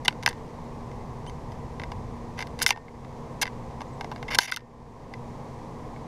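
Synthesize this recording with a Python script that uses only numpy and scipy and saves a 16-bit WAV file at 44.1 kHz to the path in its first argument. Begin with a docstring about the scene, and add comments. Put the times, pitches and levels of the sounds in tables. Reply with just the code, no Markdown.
"""A finch feeds in a clear plastic tray stuck to a window, heard from indoors over motor hum and room air.
Sharp pecks open the scene; light ticks follow, then a gliding chirp and a low rumble that swells and fades.
Pecks and scrapes return in two denser bursts, with tiny high chirps in between; a last faint chirp ends it.
Contacts are short forces ringing the tray's modes, the free roof is one slow mode, chirps are gliding tones.
The recorder's gain ducks when a bright peak passes its ceiling, then creeps back."""
import sys
import numpy as np
from scipy import signal
from scipy.fft import rfft, irfft
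from scipy.io import wavfile
from scipy.ndimage import uniform_filter1d, minimum_filter1d

SR = 44100
rng = np.random.default_rng(int(sys.argv[2]) if len(sys.argv) > 2 else 0)


def store_wav(level_fs):
    """Save 16-bit WAV to argv[1]."""
    pcm = np.round(np.clip(np.atleast_2d(level_fs), -1, 1) * 32767)
    wavfile.write(sys.argv[1], SR, pcm.T.astype(np.int16))


N = 267951
TIME = np.arange(N) / SR
CUTOFF_HZ = 15600   # the recorder's steep top cut


def from_db(db):
    """Turn decibels into an amplitude factor."""
    return 10 ** (np.asarray(db) / 20)


def rms_one(x):
    """Scale a steady sound to rms 1."""
    return x / np.sqrt(np.mean(x ** 2) + 1e-20)


def unit_energy(x):
    """Scale a short sound to a summed energy of 1."""
    return x / np.sqrt(np.sum(x ** 2) + 1e-20)


def add(track, start_s, sound):
    """Mix a sound into the track at the given time."""
    at = int(round(start_s * SR))
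    track[at:at + len(sound)] += sound[:N - at]


def band(x, hz, kind, order=2):
    """Causal Butterworth filter."""
    return signal.sosfilt(signal.butter(order, hz, kind, fs=SR, output="sos"), x)


def coloured_noise(spectrum):
    """Noise of rms 1 whose spectrum joins the given points."""
    hz, level_db = np.transpose(spectrum)
    bins_hz = np.maximum(np.arange(N // 2 + 1) * SR / N, 1)
    curve_db = np.interp(np.log(bins_hz), np.log(hz), level_db)
    white = rfft(rng.standard_normal(N))
    return rms_one(irfft(white * from_db(curve_db), N))


def drift(per_s):
    """A slow random wander of spread 1, with the given number of turning points per second."""
    return rms_one(np.interp(TIME * per_s, np.arange(400), rng.standard_normal(400)))


# Colour of the room's air. Each row: frequency in Hz, density in relative dB.
AIR_SPECTRUM = [(15, -4), (30, -4), (95, -4.5), (140, -1), (195, -8.5), (390, -12.5), (480, -6),
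                (570, -14.5), (1020, -10), (1400, -30.5), (2000, -27.5), (2800, -37), (6200, -39.5),
                (13500, -55)]
AIR_DB = -39   # rms level before the top is rolled off


def room_air(top_hz=14300):
    """Steady coloured noise with its top rolled off stands for the air of the room."""
    return from_db(AIR_DB) * band(coloured_noise(AIR_SPECTRUM), top_hz, "low", order=6)


# Hum of a motor indoors. Each row: frequency in Hz, mean level in dB rms.
MOTOR_HUM = [(119, -54), (131.5, -51), (236.2, -48), (304, -60.5), (400, -60)]


def motor_hum(waver_db=1.4, wander_rad=0.58):
    """Each hum tone wavers slowly and independently in level and phase."""
    hum = np.zeros(N)
    for hz, db in MOTOR_HUM:
        level = np.sqrt(2) * from_db(db + waver_db * drift(5.045))   # root 2 turns rms into peak
        hum += level * np.sin(2 * np.pi * hz * TIME + wander_rad * drift(6))
    return hum


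# Swell of the low rumble. Each row: time in seconds, level in dB rms.
RUMBLE_SWELL = [(0, -61.5), (1.2, -47), (1.6, -45), (1.95, -38), (2.3, -45.5), (2.7, -54), (6.08, -70)]


def rumble():
    """Low band-passed noise swells and fades."""
    noise = rms_one(band(rng.standard_normal(N), [22, 105], "band"))
    return from_db(np.interp(TIME, *np.transpose(RUMBLE_SWELL))) * noise


# Small chirps. Each row: start in seconds, length in seconds, start, middle and end pitch in Hz, level in dB.
CHIRP_GLIDES = [(1.263, 0.034, 2350, 3110, 2900, -48.5), (3.876, .022, 6300, 7000, 7200, -65),
                (3.924, .030, 8000, 7850, 7700, -64), (5.914, 0.1, 4180, 3740, 3250, -73)]
# Overtones of a chirp. Each row: multiple of the pitch, level in dB against the chirp's level.
CHIRP_OVERTONES = [(1, 2), (2, -9), (3, -6.5)]


def chirps():
    """Short whistles glide through three pitches, with overtones, under a half-sine swell."""
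    out = np.zeros(N)
    for s, length_s, start_hz, middle_hz, end_hz, db in CHIRP_GLIDES:
        u = np.linspace(0, 1, int(length_s * SR))   # progress through the chirp
        glide = np.polyfit([0, .5, 1], [start_hz, middle_hz, end_hz], 2)
        phase = 2 * np.pi * np.cumsum(np.polyval(glide, u)) / SR
        tone = np.zeros(len(u))
        for multiple, tone_db in CHIRP_OVERTONES:
            if multiple * middle_hz < 10000:
                tone += from_db(tone_db) * np.sin(round(multiple) * phase)
        add(out, s, from_db(db) * np.sin(np.pi * u) * tone)
    return out


# Modes of the tray, damped by its load of seed.
# Each row: central frequency in Hz, central strength in relative dB, decay by 60 dB in seconds.
TRAY_MODES = [(380, -16, 0.011), (604, -9, 0.015), (821, -4.5, 0.027), (958, -3, 0.034), (1092, -1.5, 0.01),
              (1578, -0.5, 0.019), (2072, -2, 0.024), (2306, -4, 0.013), (2692, -4, 0.024),
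              (3013, -2, 0.015), (3600, -1, 0.013), (4345, -1, 0.0073), (4940, -1.5, .017),
              (5550, -3, 0.016), (6065, 0.5, 0.0083), (7020, -1, 0.0035), (9020, -2.5, 0.0044),
              (9930, -3, 0.0044), (11540, -5, 0.0034), (13140, -6.5, .002)]


def tray_response(pitch_hz, favour_db=7.5, favour_octaves=0.26, vary_db=1.5, detune=0.021, snap=0.99,
                  tail_db=-17.0, tail_t60=0.049, tail_hz=4500):
    """The tray's answer to one touch: the place of contact favours the modes near one pitch."""
    t = np.arange(SR // 4) / SR
    hz, level_db, t60 = np.transpose(TRAY_MODES)[:, :, None]
    near = np.exp(-(np.log2(hz / pitch_hz) / favour_octaves) ** 2)
    strength = from_db(level_db + favour_db * near + vary_db * rng.standard_normal(hz.shape))
    loaded_hz = hz * (1 + detune * rng.standard_normal(hz.shape))   # shifting seed pulls the modes
    sign = (-1) ** np.arange(len(hz))[:, None]
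    ringing = sign * strength * np.sin(2 * np.pi * loaded_hz * t) * from_db(-60 * t / t60)
    modes = np.sum(ringing, axis=0)
    modes[0] += snap   # the contact itself
    # reflections between pane and walls leave a short, dull tail
    tail = band(rng.standard_normal(len(t)), tail_hz, "low")
    tail *= from_db(-60 * t / tail_t60) * (1 - np.exp(-t / 0.0014))
    return unit_energy(modes) + from_db(tail_db) * unit_energy(tail)


# Edges between thud, knock, clack, crack and sizzle. Each entry: frequency in Hz.
EDGES_HZ = [1250, 2450, 3900, 7500]


def sound_tray(force, pitch_hz, register_db):
    """Ring the tray with a force, split it into five registers and set their levels around the knock."""
    rest = signal.fftconvolve(force, tray_response(pitch_hz))
    registers = []
    for edge_hz in EDGES_HZ:
        # both halves of a crossover are filtered twice to stay in phase
        registers.append(band(band(rest, edge_hz, "low"), edge_hz, "low"))
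        rest = band(band(rest, edge_hz, "high"), edge_hz, "high")
    registers.append(band(rest, EDGES_HZ[-1], "high"))
    thud_db, *upper_db = register_db
    levels_db = [thud_db, 0, *upper_db]   # the knock is the reference
    return sum(from_db(db) * unit_energy(part) for db, part in zip(levels_db, registers))


# Clack, crack and sizzle of a contact.
# Each row: base level in dB against the knock, dB gained per dB of hardness.
UPPER_LEVELS = [(-2.5, 0.29), (-4, 1), (-15, 1.49)]
CLACK_DB_PER_OCTAVE, WALL_HZ = 11.5, 1930   # a spot tuned above the wall's usual pitch clacks more


def registers_db(pitch_hz, thud_db, hardness_db):
    """The harder the contact, the more it lifts the upper registers, the highest most."""
    clack, crack, sizzle = (db + share * hardness_db for db, share in UPPER_LEVELS)
    clack += CLACK_DB_PER_OCTAVE * np.log2(pitch_hz / WALL_HZ)
    return thud_db, clack, crack, sizzle


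def taps(rows, chatter=0.69, chatter_s=0.00075, blow_hz=6000, level_db=0.0):
    """Each tap is one slightly soft blow; bright chatter swells and dies in the next few milliseconds."""
    out = np.zeros(N)
    t = np.arange(SR // 100) / SR
    blow = unit_energy(band(signal.unit_impulse(len(t)), blow_hz, "low"))
    for s, db, pitch_hz, thud_db, hardness_db in rows:
        rattle = unit_energy(rng.standard_normal(len(t)) * t * np.exp(-t / chatter_s))
        colour = registers_db(pitch_hz, thud_db, hardness_db)
        sound = sound_tray(blow + chatter * rattle, pitch_hz, colour)
        add(out, s, from_db(db + level_db) * np.sqrt(len(t)) * sound)   # knock level counts over 10 ms
    return out


# Light ticks of seed, husks and claws. Each row: start in seconds, knock in dB over 10 ms before the
# tick trim, thud in dB against the knock, hardness in dB.
LIGHT_TICKS = [(0.2265, -42, 2, -2), (0.2328, -42.5, 0, 1.5), (0.2884, -44.5, -7, 12),
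               (0.2975, -46, -14, -6), (1.2643, -50, 4, -2), (1.296, -50.5, -1, 1.5),
               (1.519, -53.5, -7, 0.5), (1.7969, -38, -4, -9.5), (1.8164, -43.5, 0, -10),
               (1.835, -37.5, -6, -8.5), (1.9175, -42.5, 4.5, -3.5), (2.39, -35, -3, -3.5),
               (2.405, -35.5, -9, -5.5), (2.414, -41.5, 1, -1), (2.424, -34.5, -18, -3.5),
               (2.47, -49.5, -4, 1), (2.59, -44, 2, 5), (2.6, -44, -6, 1), (2.6384, -42, -6, 4),
               (2.76, -43, 7, -11), (2.773, -44, 9.5, -7), (2.8815, -45, -17, -18), (3.047, -50, 3, -8),
               (3.4544, -36, -9, -10), (3.467, -41, -16, -5), (3.476, -37.5, -20, -11),
               (3.806, -43.5, 5, -6.5), (3.816, -43.5, 7.5, -3.5), (4.009, -36.5, 2.5, -5),
               (4.044, -40, 5.5, -7), (4.115, -44.5, 11, -2.5), (4.122, -47, 8, -6),
               (4.16, -44.5, 2.5, -6.5), (4.227, -39.5, 1, -7), (5.1373, -39, -16, -7),
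               (5.961, -51, -7, -14)]
TICK_HZ = 2000   # favoured pitch of every tick
SETTLE_WAIT_S, SETTLE_SPREAD_S = 0.014, 0.044   # shortest wait after a peck, and its random extra
SETTLE_DB, HUSK_DB, HUSK_SPREAD_DB = -48, -58.5, 3   # knock levels before the tick trim, husk spread
LOOSE_THUD_DB, LOOSE_HARDNESS_DB = -4, -5   # colour of loose seed and husks landing


def light_ticks(husk_count=10, trim_db=0.5):
    """Light ticks of seed and claws at the feeder; seed settles after each peck and stray husks drop."""
    loose = []
    for s, *_ in PECK_HITS:
        loose.append((s + SETTLE_WAIT_S + SETTLE_SPREAD_S * rng.random(), SETTLE_DB))
    for _ in range(husk_count):
        husk_s = rng.random() * TIME[-1]
        loose.append((husk_s, HUSK_DB + HUSK_SPREAD_DB * rng.standard_normal()))
    landings = [(s, db, LOOSE_THUD_DB, LOOSE_HARDNESS_DB) for s, db in loose]
    rows = [(s, db, TICK_HZ, thud_db, hardness_db)
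            for s, db, thud_db, hardness_db in [*LIGHT_TICKS, *landings]]
    return taps(rows, chatter=0.64, chatter_s=0.0019, level_db=trim_db)


# A few blows reach the feeder's free roof. Each row: start in seconds, starting peak level in dB.
ROOF_HITS = [(0.2767, -41), (2.706, -29.5), (4.564, -38.5)]
ROOF_HZ, ROOF_T60_S = 1830, 0.25


def roof():
    """The roof carries no seed, so its one mode dies away slowly."""
    out = np.zeros(N)
    t = np.arange(SR // 2) / SR
    for s, db in ROOF_HITS:
        add(out, s, from_db(db - 60 * t / ROOF_T60_S) * np.sin(2 * np.pi * ROOF_HZ * t))
    return out


# Beak and claws sliding over plastic and seed. Each row: start in seconds, length in seconds,
# knock in dB before the scrape trim, hardness in dB.
SCRAPE_STROKES = [(0.047, 0.013, -32.5, 1), (2.37, 0.056, -45, -4.5), (2.61, 0.0057, -31, -9),
                  (2.621, 0.012, -40, 19.5), (2.673, 0.013, -38.5, 17), (2.687, 0.0056, -22.5, 6),
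                  (2.717, 0.013, -31.5, -7), (3.413, 0.018, -29, 7.5), (3.426, 0.0081, -24, -1),
                  (4.278, 0.018, -34.5, -11), (4.301, 0.044, -32, -5), (4.3447, 0.011, -26.5, 4),
                  (4.3833, 0.0035, -21, 2.5), (4.398, 0.069, -27.5, 5.5), (4.471, 0.036, -27, -3.5),
                  (4.514, 0.0061, -30.5, 11), (4.529, 0.018, -29, 2)]
SCRAPE_HZ, SCRAPE_THUD_DB = 2150, -7.5   # favoured pitch, and thud against the knock
SCRAPE_FADE_DB_PER_S = 66.5   # the pressure eases along a stroke


def scrapes(slips_per_s=1500, uneven_db=3.0, catch_db=0.5, catches_per_s=450, trim_db=-1.0):
    """A scrape is a dense run of tiny slips whose strength wavers as the tip catches and lets go."""
    out = np.zeros(N)
    for s, length_s, db, hardness_db in SCRAPE_STROKES:
        n = int(length_s * SR)
        t = np.arange(n) / SR
        grip_db = catch_db * np.interp(t * catches_per_s, np.arange(64), rng.standard_normal(64))
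        slip_now = rng.random(n) < slips_per_s / SR
        slips = slip_now * from_db(uneven_db * rng.standard_normal(n)) * rng.choice([-1, 1], n)
        rub = .1 * rng.standard_normal(n)   # fine grain between the slips
        pressure = from_db(grip_db - SCRAPE_FADE_DB_PER_S * t) * signal.windows.tukey(n, .3)
        colour = registers_db(SCRAPE_HZ, SCRAPE_THUD_DB, hardness_db)
        sound = sound_tray((slips + rub) * pressure, SCRAPE_HZ, colour)
        add(out, s, from_db(db + trim_db) * np.sqrt(n) * sound)   # knock level counts over the stroke
    return out


# The beak strikes the tray. Each row: start in seconds, knock in dB over 10 ms, favoured pitch in Hz,
# thud in dB against the knock, hardness in dB.
PECK_HITS = [(0.0797, -33, 2720, -1.5, 10), (0.0806, -18, 3170, -9.5, -6.5), (0.2611, -20, 2130, -10, 0.5),
             (0.266, -40, 2000, -15, -4), (0.2752, -21.5, 1000, -6.5, -7), (2.617, -26.5, 1630, -11, 0.5),
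             (2.6629, -12.5, 1880, -33, 1.5), (2.669, -34, 2060, -5, 11), (2.699, -36.5, 1640, -22, 8),
             (2.7054, -16.5, 2510, -5, 2), (4.3864, -4, 1630, -5.5, 2.5), (4.521, -13.5, 1780, -39.5, -5.5),
             (4.562, -35, 2930, -9, 13.5), (4.57, -24, 1640, -24, -1.5)]


def pecks():
    """Each beak strike is a short blow with chatter that rings the tray's modes."""
    return taps(PECK_HITS)


def scene():
    """The feeder and the chirps outside the pane, over the hum of the room."""
    background = room_air() + motor_hum() + rumble() + chirps()
    feeder = light_ticks() + roof() + scrapes() + pecks()
    return (background + feeder)[None, :]


def gain_control(x, ceiling_db=-19.5, deepest_db=12, hold_s=0.15, release_db_per_s=16.0, sense_hz=4500):
    """The gain drops at once when a bright peak passes the ceiling, holds, then climbs back."""
    power = uniform_filter1d(band(x, sense_hz, "high") ** 2, SR // 200)   # averaged over 5 ms
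    level_db = 10 * np.log10(np.maximum(power, 1e-12))
    over_db = np.clip(level_db - ceiling_db, 0, deepest_db)
    hold = int(hold_s * SR) | 1   # an odd number of samples
    held_db = -minimum_filter1d(-over_db, hold, origin=hold // 2)   # highest overshoot of the hold time
    release_db = release_db_per_s * TIME
    cut_db = np.maximum.accumulate(held_db + release_db) - release_db
    return x * from_db(-cut_db)


def record(dry, microphone_top_hz=14800):
    """A microphone with a soft top, gain control, overload at full scale and a steep top cut."""
    heard = band(dry[0], microphone_top_hz, "low")
    loud = np.clip(gain_control(heard), -1, 1)
    top_cut = signal.ellip(10, .2, 80, CUTOFF_HZ, fs=SR, output="sos")
    return signal.sosfilt(top_cut, loud)[None, :]


dry = scene()
out = record(dry)
store_wav(out)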